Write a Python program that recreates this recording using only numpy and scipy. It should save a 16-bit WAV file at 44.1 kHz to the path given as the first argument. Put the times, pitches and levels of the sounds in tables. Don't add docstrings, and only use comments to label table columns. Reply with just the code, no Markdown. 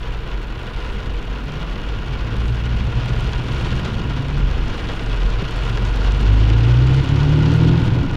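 import sys
import numpy as np
from scipy import signal
from scipy.fft import rfft, irfft, next_fast_len
from scipy.io import wavfile
from scipy.ndimage import uniform_filter1d

SR = 44100
rng = np.random.default_rng(int(sys.argv[2]) if len(sys.argv) > 2 else 0)


def bounce(signal):
    frames = np.transpose(np.atleast_2d(signal))
    limited = np.clip(frames, -1, 1)
    pcm = np.round(limited * 32767).astype(np.int16)
    wavfile.write(sys.argv[1], SR, pcm)


def ratio_of_db(decibels):
    return 10 ** (np.asarray(decibels, float) / 20)


N = 359876

# (time [s], level [dB])
SHOWER = [(0.0, -44.5), (0.45, -45), (0.7, -43.5), (1.32, -43.5), (1.93, -42), (2.93, -40.5), (3.29, -38),
          (3.43, -39.5), (3.64, -37), (4.02, -40), (4.73, -39.5), (5.25, -39.5), (5.66, -37), (5.79, -38.5),
          (6.07, -38), (6.2, -37.5), (7.48, -35.5), (8.16, -41)]
# (time [s], peak [dB])
BIG_DROPS = [(0.5238, -25), (0.9847, -25), (1.5207, -23), (3.058, -20), (3.3328, -18), (3.3792, -21),
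             (3.4835, -18.5), (3.5737, -35), (3.684, -24), (3.8521, -19), (4.1843, -26), (4.5818, -28),
             (4.7521, -29), (4.8897, -17.5), (4.9935, -19), (5.061, -28), (5.1297, -18.5), (5.3028, -27),
             (5.58, -25), (5.696, -20.5), (5.773, -16.5), (5.9616, -20.5), (6.0741, -17.5), (6.1444, -28),
             (6.203, -23), (6.2645, -18), (6.5001, -16.5), (6.6429, -29), (7.5178, -20), (7.879, -20.5)]
# (frequency [Hz], level per Hz [dB])
PANEL_COLOUR = [(250, 0), (420, -1.5), (600, -5.5), (1000, -5.5), (1700, -7.5), (2250, -13), (3100, -12.5),
                (3600, -16), (5600, -23.5), (6600, -31), (7800, -44), (9100, -41), (10200, -45),
                (15500, -58)]
# (frequency [Hz], 60 dB decay [s])
PANEL_DECAY = [(300, 0.075), (1500, 0.12), (4000, 0.03), (8000, 0.03), (15000, .012)]
# (frequency [Hz], width [Hz], level [dB])
CABIN_MODES = [(467, 68, -16), (1000, 72, -21), (1433, 100, -16), (2630, 1300, -16), (7120, 170, -9.5),
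               (8640, 570, -19)]
# (time [s], peak [dB])
GLASS_TICKS = [(0.4294, -48), (2.366, -45), (3.0574, -41), (3.1906, -51), (3.2056, -40.5), (3.5259, -41.5),
               (3.7988, -44), (4.3814, -46), (4.9227, -47), (5.0095, -48), (5.3028, -52), (5.5099, -39.5),
               (5.6156, -47), (5.696, -42), (5.9589, -40.5), (6.1729, -49), (6.2108, -39.5), (6.3345, -41),
               (6.6588, -50), (6.7436, -48), (6.9641, -48), (7.0414, -44), (7.0993, -47), (7.3572, -47.5),
               (7.5168, -46), (7.5393, -39), (7.5642, -41), (7.8406, -45), (7.8635, -46), (8.1419, -47)]
# (time [s], peak [dB])
SIDE_WINDOW_TAPS = [(1.2271, -30), (1.52, -29.5), (2.4808, -28), (2.557, -30), (2.6559, -27), (3.0924, -25),
                    (3.3328, -30), (3.484, -34), (3.5733, -40), (3.7633, -28.5), (3.8511, -23), (4.0996, -34),
                    (4.682, -26), (5.0614, -27), (5.1637, -34), (5.231, -33), (5.3028, -26), (5.773, -31),
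                    (5.8506, -22.5), (6.0726, -33), (6.121, -21), (6.4003, -29), (6.965, -26.5), (7.0898, -25),
                    (7.4854, -29), (7.5178, -28), (7.5392, -27.5), (8.0511, -32.5), (8.086, -39), (8.112, -27.5)]
# (time [s], firing rate [Hz])
FIRST_SPEED = [
    (0, 38.91),
    (0.951, 39.73),
    (1.299, 48.54),
    (2.2, 54),
    (2.651, 58.7),
    (3.089, 62.43),
    (3.9, 67.17),
    (4.4, 70.4),
    (4.6, 65.36),
]
# (time [s], effort [dB])
FIRST_THROTTLE = [
    (0.2, -9),
    (0.9, -18),
    (1.1, 0.5),
    (1.6, -10.5),
    (2.3, -2.5),
    (2.65, 0.5),
    (3.55, -0.5),
    (3.7, -4.5),
    (4.45, 0),
]
# (multiple of firing rate, level [dB], share of effort followed)
FIRST_ORDERS = [(1, -22.5, 1.3), (2, -32, 1.05), (3, -38, 0.43)]
# (time [s], effort [dB])
IDLE_EFFORT = [
    (2.8, -8),
    (3.28, -3),
    (3.52, -12),
    (3.68, -7),
    (4.2, -11),
    (4.47, 1),
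    (4.78, -6),
    (5.27, 5),
    (5.46, -13),
]
# (multiple of firing rate, level [dB], share of effort followed)
IDLE_ORDERS = [(0.98, -18, 1), (5 / 2, -33, 0.19)]
# (time [s], firing rate [Hz])
SECOND_SPEED = [
    (5.6, 44.5),
    (6.1, 47.9),
    (6.322, 51.73),
    (6.55, 55.4),
    (7.03, 68.45),
    (7.55, 78.42),
    (7.75, 81.38),
    (7.97, 82.15),
    (8.16, 82),
]
# (time [s], effort [dB])
SECOND_THROTTLE = [
    (5.6, -18),
    (5.75, -14.5),
    (6.08, -3.5),
    (6.2, -16),
    (6.28, -1),
    (6.9, -2),
    (7.3, -1),
    (7.76, 2.5),
    (7.92, -15.5),
]
# (multiple of firing rate, level [dB], share of effort followed)
SECOND_ORDERS = [(1, -12, 0.42), (3 / 2, -21, 0.18), (2, -15.5, 0.82), (5 / 2, -35.5, -0.33)]
# (frequency [Hz], width [Hz], level [dB])
BODY_MODES = [(271.7, 22, 2), (302.4, 8.9, -4.5), (344.8, 17.5, -4.5), (378.4, 11, -11.5), (463, 42, -9.5),
              (884, 180, -10.5), (1437, 74, -13)]
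# (frequency [Hz], level [dB])
CABIN_BOOM = [(42, -4.5), (52, 0.5), (63, -4.5), (90, -13.5), (104, -1), (123, 4.5), (160, -1),
              (185, -23.5)]
# (time [s], level [dB])
TRAFFIC = [(0.0, -49), (1.48, -43.5), (2.57, -39), (2.98, -38), (3.57, -37.5), (3.73, -36.5), (4.0, -35.5),
           (5.2, -40), (5.55, -41.5), (5.82, -38.5), (6.27, -34.5), (6.5, -37.5), (7.79, -30), (8.16, -31)]
# (frequency [Hz], level per Hz [dB])
RUMBLE_COLOUR = [(15, -3.5), (25, -15.5), (45, 7), (65, -8), (88, -1.5), (120, 2), (150, -1.5), (200, -9),
                 (270, -12.5), (400, -22), (600, -27)]
# (start [s], length [s], frequency [Hz], level [dB])
FAR_HUM = [
    (0.0, 0.67, 124, -45),
    (0.2, 0.7, 150, -43),
    (3.5, 0.5, 122, -28.5),
    (0.5, 0.89, 72, -36.5),
    (3.5, 1.5, 68, -32),
]
# (start [s], length [s], level [dB])
SPLASHES = [
    (.55, 0.58, -68),
    (2.35, 0.25, -64),
    (2.995, 1.0, -64),
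    (4.7, 0.62, -63.5),
    (5.4, .9, -64),
    (6.8, 0.6, -69),
]
# (time [s], level [dB], frequency [Hz], 60 dB decay [s])
THUD = (5.422, -15, 200, .05)

PATTER_DB, PATTER_FOLLOWS, SPRAY_FOLLOWS = -35, 0.56, 1
TREBLE_DB, TREBLE_FOLLOWS = -16, 0.46
DEEP_DB, DEEP_FOLLOWS = -41, 0.3
DRONE_DB, DRONE_FOLLOWS = -38.5, 0.86
UPPER_DB, UPPER_FOLLOWS = -37, 0.77
CLATTER_DB, CLATTER_DB_PER_OCTAVE, CLATTER_FOLLOWS = -33.5, 12, 0.28
IDLE_HZ, PULL_ENDS_S = 43.8, 7.97
STUMBLE_S, STUMBLE_WIDTH_S, STUMBLE_DB = 7.065, 0.035, -16
HUM_WIDTH_HZ = 8.7
HISS_DB = -66


def rms_one(x):
    return x / np.sqrt(np.mean(x ** 2) + 1e-20)


def seconds():
    return np.arange(N) / SR


def in_time(rows):
    s, values = np.transpose(rows)
    return np.interp(seconds(), s, values)


def swing_db(rows):
    level_db = in_time(rows)
    return level_db - level_db.mean()


def at_hz(points, hz):
    table_hz, db = np.transpose(points)
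    return np.interp(np.log(hz), np.log(table_hz), db)


def band(x, low_hz, high_hz):
    return signal.sosfilt(signal.butter(2, [low_hz, high_hz], "band", fs=SR, output="sos"), x)


def resonance(x, hz, width_hz):
    r = np.exp(-np.pi * width_hz / SR)
    feedback = [1, -2 * r * np.cos(2 * np.pi * hz / SR), r * r]
    return signal.lfilter(np.array([1, 0, -1]) * (1 - r * r) / 2, feedback, x)


def drift(rate_hz):
    r = np.exp(-80 * np.pi * rate_hz / SR)
    settled = signal.lfilter([1], [1, -2 * r, r * r], rng.standard_normal(N // 40 + 2002))[2000:]
    return np.interp(np.arange(N) / 40, np.arange(len(settled)), rms_one(settled))


def swell(s, length):
    return np.sqrt(np.sin(np.pi * np.clip((seconds() - s) / length, 0, 1)).clip(0))


def blows(rows, gain_db):
    s, peak_db = np.transpose(rows)
    out = np.zeros(N)
    out[np.round(s * SR).astype(int)] = ratio_of_db(peak_db + gain_db)
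    return out


def shower(per_s, size_db, gust_db):
    sizes = ratio_of_db(size_db * np.minimum(rng.exponential(1, N), 3.5)) * rng.choice([-1, 1], N)
    falls = rng.random(N) < per_s * ratio_of_db(gust_db * drift(30)) / SR
    return rms_one(sizes * falls)


def panel_answers(count, click_db):
    t = np.arange(6000) / SR
    edges = 280 * 2 ** np.arange(0, 6, 1 / 5)
    rattle = rng.standard_normal((2, count, len(t)))
    spot_db = 1.8 * rng.standard_normal((len(edges), count, 1))
    hard_db = 1.6 * np.linspace(-1, 1, count)[:, None]
    out = 0
    for k, (low, high) in enumerate(zip(edges, edges[1:])):
        hz = np.sqrt(low * high)
        dying = rattle[k % 2] * ratio_of_db(-60 * t / at_hz(PANEL_DECAY, hz))
        dying[:, 0] += ratio_of_db(click_db) * (-1) ** k
        narrow = band(band(dying, low, high), low / 1.183, high * 1.097)
        colour_db = at_hz(PANEL_COLOUR, hz) + spot_db[k] + hard_db * max(np.log2(hz / 3000), 0)
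        out = out + rms_one(narrow) * np.sqrt(high - low) * ratio_of_db(colour_db)
    return out / np.sqrt(np.mean(np.sum(out ** 2, axis=1)))


def strike(hits, answers):
    dealt = rng.integers(0, len(answers), N)
    size = next_fast_len(N + answers.shape[1])
    total = sum(rfft(hits * (dealt == k), size) * rfft(a, size) for k, a in enumerate(answers))
    return irfft(total, size)[:N]


def patter_level_db():
    return PATTER_DB + PATTER_FOLLOWS * swing_db(SHOWER)


def road_wash():
    level_db = PATTER_DB + SPRAY_FOLLOWS * swing_db(SHOWER) + 0.8
    return ratio_of_db(level_db) * band(rng.standard_normal(N), 200, 3260)


def rain_on_panels():
    patter_db = patter_level_db()
    hits = ratio_of_db(patter_db - 1.6) * shower(per_s=1800, size_db=6.0, gust_db=1.0)
    hits += ratio_of_db(patter_db - 14) * shower(per_s=22, size_db=2.5, gust_db=-2.3)
    hits += blows(BIG_DROPS, gain_db=12.5)
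    drops = strike(hits + road_wash(), panel_answers(count=20, click_db=17.5))
    bright_db = TREBLE_DB + TREBLE_FOLLOWS * swing_db(SHOWER)
    drops += (ratio_of_db(bright_db + 17.0) - 1) * band(drops, 2700, 15000)
    return drops + sum(ratio_of_db(db + 13.0) * resonance(drops, hz, width) for hz, width, db in CABIN_MODES)


def glass_ticks():
    ticks = np.roll(blows(GLASS_TICKS, gain_db=11), 40)
    ticks += ratio_of_db(patter_level_db() - 37.5) * shower(per_s=180, size_db=8.0, gust_db=4.5)
    return band(ticks, 6000, 16000) + ratio_of_db(8.0) * band(ticks, 5500, 9800)


def side_window_taps():
    taps = np.roll(blows(SIDE_WINDOW_TAPS, gain_db=10), 20)
    return ratio_of_db(2.0) * band(band(taps, 3500, 7500), 3000, 7600)


def engine(firing_hz, effort_db, heard_s, orders, rough_db):
    phase = 2 * np.pi * np.cumsum(firing_hz) / SR
    start_s, end_s = heard_s
    fade_in = np.clip((seconds() - start_s) / 0.1 + 1, 0, 1)
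    fade_out = np.clip((end_s - seconds()) / 0.1 + 1, 0, 1)
    tones = 0
    for k, db, share in orders:
        level_db = db + share * effort_db + at_hz(CABIN_BOOM, k * firing_hz) + rough_db * drift(5)
        tones = tones + ratio_of_db(level_db) * np.sin(k * phase + 0.12 * drift(4))
    return np.sqrt(2) * fade_in * fade_out * tones


def first_engine():
    heard_s = (FIRST_SPEED[0][0], FIRST_SPEED[-1][0])
    return engine(in_time(FIRST_SPEED), in_time(FIRST_THROTTLE), heard_s, FIRST_ORDERS, rough_db=3.5)


def traffic(patchy_db):
    near_db = swing_db(TRAFFIC)
    edges = 14 * 2 ** np.arange(0, 5.7, 1 / 3)
    white = rng.standard_normal((2, N + SR))
    out = 0
    for k, (low, high) in enumerate(zip(edges, edges[1:])):
        hz = np.sqrt(low * high)
        if hz < 38:
            level_db, anchor_hz = DEEP_DB + DEEP_FOLLOWS * near_db, 25
        elif hz < 170:
            level_db, anchor_hz = DRONE_DB + (hz > 62) * DRONE_FOLLOWS * near_db, 65
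        else:
            level_db, anchor_hz = UPPER_DB + UPPER_FOLLOWS * near_db, 270
        colour_db = at_hz(RUMBLE_COLOUR, hz) - at_hz(RUMBLE_COLOUR, anchor_hz)
        noise = rms_one(band(white[k % 2], low, high)[SR:])
        out = out + noise * ratio_of_db(level_db - 3.5 + colour_db + patchy_db * drift(2.25))
    return out


def far_hum():
    out = 0
    for s, length, hz, db in FAR_HUM:
        noise = resonance(resonance(rng.standard_normal(N), hz, HUM_WIDTH_HZ), hz, HUM_WIDTH_HZ)
        out = out + ratio_of_db(db) * swell(s, length) * rms_one(noise)
    return out


def splashes():
    level = sum(ratio_of_db(db) * swell(s, length) for s, length, db in SPLASHES)
    grains = shower(per_s=2500, size_db=5.0, gust_db=2.5)
    return level * rms_one(band(band(grains, 5500, 10000), 4500, 11500))


def idling_engine():
    heard_s = (IDLE_EFFORT[0][0], SECOND_SPEED[0][0] - 0.12)
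    return engine(np.full(N, IDLE_HZ), in_time(IDLE_EFFORT), heard_s, IDLE_ORDERS, rough_db=3.5)


def thud():
    s, db, hz, t60 = THUD
    t = np.maximum(seconds() - s, 0)
    ring = np.sin(2 * np.pi * hz * t) + 0.5 * np.sin(4 * np.pi * hz * t)
    return ratio_of_db(db - 60 * np.minimum(t, 1) / t60) * ring


def second_effort_db():
    stumble = np.exp(-((seconds() - STUMBLE_S) / STUMBLE_WIDTH_S) ** 2)
    return in_time(SECOND_THROTTLE) + STUMBLE_DB * stumble


def second_engine():
    heard_s = (SECOND_SPEED[0][0], PULL_ENDS_S)
    return engine(in_time(SECOND_SPEED), second_effort_db(), heard_s, SECOND_ORDERS, rough_db=0.64)


def clatter(depth):
    firing_hz = in_time(SECOND_SPEED)
    level_db = CLATTER_DB + CLATTER_DB_PER_OCTAVE * np.log2(firing_hz / 50) + CLATTER_FOLLOWS * second_effort_db()
    engaged = np.clip((seconds() - 5.8) / 0.3, 0, 1)
    pulses = 1 + depth * np.cos(2 * np.pi * np.cumsum(firing_hz) / SR)
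    shake = pulses * rng.standard_normal(N)
    body = sum(ratio_of_db(db) * rms_one(resonance(resonance(shake, hz, w), hz, w)) for hz, w, db in BODY_MODES)
    return engaged * ratio_of_db(level_db - 3.0) * body


def scene():
    rain = rain_on_panels() + glass_ticks() + side_window_taps()
    engines = first_engine() + idling_engine() + second_engine() + clatter(depth=0.78)
    road = traffic(patchy_db=1.85) + far_hum() + splashes()
    return (rain + engines + road + thud())[None]


def band_limit(x):
    return signal.sosfilt(signal.butter(12, 15800, fs=SR, output="sos"), x)


def record(dry):
    loud_db = 10 * np.log10(uniform_filter1d(dry ** 2, size=SR // 3, axis=1) + 1e-9)
    hiss_db = HISS_DB - 0.3 * np.maximum(loud_db + 19, 0)
    x = dry + ratio_of_db(hiss_db) * rng.standard_normal(dry.shape)
    x *= np.clip((N - np.arange(N)) / (0.006 * SR), 0, 1)
    rounded = 0.95 * np.tanh(x / 0.91)
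    top_edge = signal.ellip(10, 0.2, 60, 15850, fs=SR, output="sos")
    mix = signal.sosfilt(top_edge, rounded)
    return band_limit(mix)


dry = scene()
out = record(dry)
bounce(out)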